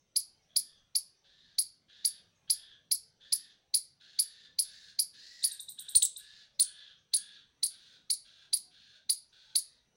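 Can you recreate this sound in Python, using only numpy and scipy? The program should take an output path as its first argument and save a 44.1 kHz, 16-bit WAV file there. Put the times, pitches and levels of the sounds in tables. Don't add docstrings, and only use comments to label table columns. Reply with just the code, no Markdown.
import sys
import numpy as np
from scipy import signal
from scipy.fft import rfft, irfft, next_fast_len
from scipy.io import wavfile
from scipy.ndimage import uniform_filter1d, map_coordinates

SR = 44100
rng = np.random.default_rng(int(sys.argv[2]) if len(sys.argv) > 2 else 0)


def store_wav(level_fs):
    pcm = np.round(np.clip(np.atleast_2d(level_fs), -1, 1) * 32767)
    wavfile.write(sys.argv[1], SR, pcm.T.astype(np.int16))


N = 439233


def amp(db):
    return 10 ** (np.asarray(db) / 20)


def unit(x):
    return x / np.sqrt(np.mean(x ** 2) + 1e-20)


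def along(points, hz):
    f, v = np.transpose(points)
    return np.interp(np.log(hz + 1e-6), np.log(f), v)


def wobble(rate, size):
    knots = rng.standard_normal(int(size * rate / SR) + 4)
    return map_coordinates(knots, [np.arange(size) * rate / SR])


def filtered(x, response):
    m = next_fast_len(len(x) + 8192)
    spectrum = rfft(x, m) * response(np.fft.rfftfreq(m, 1 / SR))
    return irfft(spectrum, m)[:len(x)]


def add(track, s, sound):
    i = round(s * SR)
    part = sound[max(-i, 0):N - i]
    track[max(i, 0):][:len(part)] += part


def patchy_noise(size, depth_db):
    z = signal.stft(rng.standard_normal(size), nperseg=1024)[2]
    field = uniform_filter1d(rng.standard_normal(z.shape), size=3, axis=0)
    field = uniform_filter1d(field, size=11, axis=1)
    return signal.istft(z * amp(depth_db * unit(field)), nperseg=1024)[1][:size]


# (frequency [Hz], relative level [dB])
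LEAF_SCATTER = [(2000, 3), (4500, 0.5), (10000, 6.5), (15000, 1.5)]
# (frequency [Hz], time [s])
GROVE_DECAY = [(1500, 0.41), (4500, 0.41), (10000, 0.23), (15000, 0.12)]


def scatter(decay_factor, build):
    hz, t, z = signal.stft(rng.standard_normal(SR // 2), SR, nperseg=128)
    strength_db = along(LEAF_SCATTER, hz)[:, None]
    t60 = decay_factor * along(GROVE_DECAY, hz)[:, None]
    tail = signal.istft(z * amp(strength_db - 60 * t / t60), SR, nperseg=128)[1]
    tail = tail * (1 - np.exp(-(np.arange(len(tail)) / SR / build) ** 2))
    return tail / np.linalg.norm(tail)


def among_trees(x, near_db, far_db):
    leaves = scatter(decay_factor=0.33, build=0.0013)
    grove = scatter(decay_factor=0.98, build=0.0083)
    path = amp(near_db) * leaves + amp(far_db) * grove
    path[0] += 1
    return signal.fftconvolve(x, path)


# (frequency [Hz], relative level per Hz [dB])
AIR_COLOUR = [(25, -7.5), (60, -3), (160, -0.5), (300, -9), (550, -9.5), (1000, -15), (2200, -17),
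              (3800, -15), (5200, -25.5), (5850, -11), (7000, -29), (9000, -27.5), (12000, -38),
              (15000, -45.5)]


def air(level_db=-76, drift_db=1):
    noise = patchy_noise(N, depth_db=3.5)
    hiss = unit(filtered(noise, lambda hz: amp(along(AIR_COLOUR, hz))))
    return hiss * amp(level_db + drift_db * wobble(2.7, N))


def far_birds(notes, length, waver):
    track, size = np.zeros(N), int(length * SR)
    for s, db, hz in notes:
        pitch = hz * (1 + waver * wobble(220, size))
        note = np.sin(2 * np.pi * np.cumsum(pitch) / SR) * np.hanning(size)
        add(track, s - length / 2, amp(db) * among_trees(note, near_db=-4, far_db=-1.5))
    return track


# (middle time [s], level [dB], mean pitch [Hz])
LOW_NOTES = [(.12, -93.5, 538), (1.27, -84, 560), (3.05, -84, 449), (3.25, -84, 544), (8.68, -83, 728),
             (9.5, -78.5, 873)]


def hoots():
    return far_birds(LOW_NOTES, length=0.14, waver=0.033)


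PEEP_FIRST_S, PEEP_EVERY_S = .04, .385
PEEP_HZ, PEEP_DB = 5900, -76.5


def peeps(spread_s=.025, spread_db=2.0, spread_hz=110):
    chance = rng.standard_normal((26, 3)) * [spread_s, spread_db, spread_hz]
    notes = [(PEEP_FIRST_S + i * PEEP_EVERY_S + late, PEEP_DB + db, PEEP_HZ + hz)
             for i, (late, db, hz) in enumerate(chance)]
    return far_birds(notes, length=0.05, waver=0.072)


# (multiple of its lowest resonance [ratio], gain [dB])
BILL_RESONANCES = [(.65, -39), (.85, -12), (.95, -4), (1.03, 2.5), (1.13, -10.5), (1.35, -16), (1.75, -6.5),
                   (1.95, -6), (2.15, 3.5), (2.7, 0.5), (3.3, -11), (4, -14.5), (5, -29), (5.9, -25),
                   (7.3, -46)]


def rasp(length, hz, bright_db, whistle_db, arch, rough_db=2.0, attack=0.014, release=0.047,
         whistle_ratio=2.0, whistle_hz=300):
    size = int((length + release / 2) * SR)
    t = np.arange(size) / SR

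    def colour(f):
        whistle = whistle_db / (1 + ((f - whistle_ratio * hz) / whistle_hz) ** 2)
        return amp(along(BILL_RESONANCES, f / hz) + bright_db * np.log2((f + 1) / hz) + whistle)

    hiss = filtered(patchy_noise(2 * size, depth_db=1.2), colour)
    opening = 1 + arch * (np.sin(np.pi * t / t[-1]) - 2 / np.pi)
    rattle_db = rough_db * wobble(260, size) + 0.4 * wobble(23, size)
    voice = map_coordinates(hiss, [np.cumsum(opening)]) * amp(rattle_db)
    return unit(voice) * np.clip(t / attack, 0, 1) * np.clip((t[-1] - t) / release, 0, 1)


# (start [s], end before the release tail [s], level [dB], lowest resonance [Hz], brightness [dB per octave])
SCOLDS = [(0.488, 0.816, -69, 1675, -6.5), (1.234, 1.557, -65, 1690, -1.5), (1.881, 2.201, -60, 1682, -2),
          (2.47, 2.753, -58.5, 1650, -4.5), (3.198, 3.534, -60.5, 1703, -1.5), (3.998, 4.203, -59, 1630, 0),
          (4.197, 4.478, -59, 1725, -1), (4.633, 4.925, -56, 1656, 2.5), (5.13, 5.555, -54.5, 1788, 1.5),
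          (5.768, 5.945, -59, 1620, -3.5), (6.177, 6.446, -57, 1657, 1), (6.621, 6.933, -56.5, 1605, -2),
          (7.115, 7.41, -57.5, 1610, -1), (7.694, 7.979, -60, 1530, 2.5), (8.244, 8.465, -60.5, 1565, 1),
          (8.704, 8.989, -61, 1578, 0.5), (9.317, 9.543, -62, 1535, 2), (9.584, 9.795, -71, 1850, -3)]
WHISTLE_DB, WHISTLE_PER_DULLNESS = 3.5, 3


def scolding_bird(gape=.8):
    track = np.zeros(N)
    for start, end, db, hz, bright_db in SCOLDS:
        whistle_db = WHISTLE_DB - WHISTLE_PER_DULLNESS * bright_db
        voice = rasp(end - start, hz, bright_db, whistle_db, arch=gape * (end - start) ** 2)
        heard = among_trees(voice, near_db=-9.5, far_db=-2.5) / np.sqrt(2)
        add(track, start, amp(db) * heard)
    return track


# (peak time [s], peak level [dB])
OVERLOADS = [(5.967, -44), (6.612, -66.5)]


def overload_bumps(hz=75):
    track, t = np.zeros(N), np.arange(N) / SR
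    for s, db in OVERLOADS:
        u = np.pi * hz * (t - s)
        track += amp(db) * (1 - 2 * u ** 2) * np.exp(-u ** 2)
    return track


CREST_SHARE, END_HZ = .52, 3200


def pitch_arch(t, length, top_hz, throat, catches, start_hz, climb_hz_per_s, flatness):
    steps = np.linspace(start_hz, top_hz, 300)
    lingering = sum(stay * np.tanh((steps / throat - hz) / width) / 2 for hz, width, stay, _ in catches)
    reached = steps / climb_hz_per_s + lingering
    climb = np.interp(t, reached - reached[0], steps)
    from_crest = np.abs((t / length - CREST_SHARE) / (1 - CREST_SHARE))
    dome = top_hz - (top_hz - END_HZ) * from_crest ** flatness
    return uniform_filter1d(np.maximum(np.minimum(climb, dome), start_hz), size=16)


# (frequency [Hz], gain [dB])
SQUIRREL_THROAT = [(1500, -44.5), (2050, -28.5), (3100, -19), (4400, 0), (5100, -5.5), (5600, -14.5),
                   (6400, -11), (8200, -14.5), (9500, -2), (10500, 2), (11200, -13.5), (12100, -13),
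                   (13300, -12.5), (15600, -9.5)]
HOLD_S, SAG_S = .009, 0.017
ATTACK_S, RISE_S = 0.0018, .0014
RELEASE_S = 0.0038


def chirp(t, arch, db, throat, catches, sag_db, bright_db=0, loud_db=-15, rolloff_db=8, softening=.5,
          jitter=0.015):
    pitch = arch * (1 + jitter * wobble(900, len(t)))
    phase = 2 * np.pi * np.cumsum(pitch) / SR
    k = np.arange(1, 7)[:, None]
    slope_db = rolloff_db + softening * (loud_db - db)
    overtone_loss_db = slope_db * np.log2(k) * pitch / 5000 + 9.9 * np.maximum(k - 3, 0)
    level_db = along(SQUIRREL_THROAT, k * pitch / throat) - overtone_loss_db
    audible = np.clip((17000 - k * pitch) / 1500, 0, 1)
    voice = (amp(level_db) * audible * np.sin(k * phase)).sum(0)
    swell_db = sum(gain * np.exp(-((arch / throat - hz) / width - 1) ** 2) for hz, width, _, gain in catches)
    tilt_db = bright_db * np.log2(arch / SQUIRREL_THROAT[3][0])
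    tired = 1 - np.exp(-(np.maximum(t - HOLD_S, 0) / SAG_S) ** 2)
    push = np.clip((t[-1] - t) / RELEASE_S, 0, 1) / (1 + np.exp((ATTACK_S - t) / RISE_S))
    return voice * push * amp(db + swell_db + tilt_db - sag_db * tired)


# (start [s], level [dB], top pitch [Hz], length [s], throat resonance factor [ratio], brightness [dB per octave])
ALARM_CHIRPS = [(0.1589, -17.5, 13570, 0.049, 1.048, 0.0), (0.5602, -16.5, 12920, 0.042, 1.042, 0.0),
                (0.951, -18.5, 13090, 0.04, 1.047, 0.0), (1.5827, -17.5, 12700, 0.043, 1.03, -0.5),
                (2.0465, -17.5, 12810, 0.04, 1.032, 0.0), (2.4978, -16.5, 13220, 0.043, 1.046, -0.5),
                (2.912, -17.0, 12900, 0.045, 1.048, 0.0), (3.3217, -17.5, 13450, 0.044, 1.054, 0.5),
                (3.7393, -16, 12460, 0.041, 1.016, -0.5), (4.1881, -17.0, 13060.0, 0.043, 1.035, 0.0),
                (4.5862, -17, 13500, 0.047, 1.032, -0.5), (4.9883, -17.5, 12760.0, 0.044, 1.05, 0.0),
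                (5.4373, -17.0, 13240, 0.046, 1.02, 0.5), (5.95, -14.5, 9560, 0.028, 0.91, 0),
                (6.0212, -15, 10200, 0.038, 0.81, -0.5), (6.5952, -15, 10070, 0.036, 0.94, -1.5),
                (7.135, -16.5, 10830, 0.039, 0.97, -1), (7.6291, -17.5, 11590, 0.042, 0.98, -1.5),
                (8.0999, -18.0, 11370, 0.043, 1.005, -1.5), (8.5294, -17.5, 12630, 0.048, 0.99, -1),
                (9.094, -17.0, 11980, 0.04, 0.99, -1), (9.5534, -16.5, 11560, 0.042, 0.99, -1)]
# (pitch [Hz], width [Hz], stay [s], swell [dB])
CHIRP_HOLDS = [(2147, 98, .003, 1.5), (4630, 440, .0035, 1), (10000, 550, .0059, -1.5)]
# (start [s], level [dB], top pitch [Hz])
SOFT_TICKS = [(5.4242, -33.5, 13500), (5.5105, -34.5, 13370), (5.5943, -33.5, 13900),
              (5.6836, -34.5, 14390), (5.7858, -34, 14400), (5.8833, -34, 14100), (6.1609, -34.5, 14160)]
# (pitch [Hz], width [Hz], stay [s], swell [dB])
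TICK_HOLDS = [(4510, 140, 0.0055, 2.8), (10800, 550, 0.0032, 2)]
TICK_S, TICK_THROAT = .043, .84
EASY_HZ, SAG_DB_PER_OCTAVE = 8600, 20


def squirrel(chirp_db=-0.5, tick_db=-1.5):
    track = np.zeros(N)
    lead = .008
    for s, db, top_hz, length, throat, bright_db in ALARM_CHIRPS:
        t = np.arange(-lead, length, 1 / SR)
        arch = pitch_arch(t, length, top_hz, throat, CHIRP_HOLDS, start_hz=2040, climb_hz_per_s=2200000,
                          flatness=2.2)
        sag_db = SAG_DB_PER_OCTAVE * np.log2(top_hz / EASY_HZ)
        voice = chirp(t, arch, db, throat, CHIRP_HOLDS, sag_db, bright_db)
        add(track, s - lead, amp(chirp_db) * among_trees(voice, near_db=-6.5, far_db=-14.5))
    for s, db, top_hz in SOFT_TICKS:
        t = np.arange(-lead, TICK_S, 1 / SR)
        arch = pitch_arch(t, TICK_S, top_hz, TICK_THROAT, TICK_HOLDS, start_hz=3600, climb_hz_per_s=1150000,
                          flatness=2.8)
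        voice = chirp(t, arch, db, TICK_THROAT, TICK_HOLDS, sag_db=7.5, rolloff_db=13.5)
        add(track, s - lead, amp(tick_db) * among_trees(voice, near_db=-8.0, far_db=-8))
    low_cut = signal.butter(8, 1750, "highpass", fs=SR, output="sos")
    return signal.sosfilt(low_cut, track)


def scene():
    distance = air() + hoots() + peeps()
    mono = distance + scolding_bird() + overload_bumps() + squirrel()
    return np.array([mono, mono])


# (frequency [Hz], gain [dB])
MICROPHONE_RESPONSE = [(12800, 0.5), (13800, -7), (14900, 11), (15700, 18)]
TOP_HZ = 15950


def record(dry):
    def response(hz):
        band = np.clip((TOP_HZ - hz) / 200 + .5, 0, 1)
        return amp(along(MICROPHONE_RESPONSE, hz)) * band

    return np.array([filtered(side, response) for side in dry])


dry = scene()
out = record(dry)
store_wav(out)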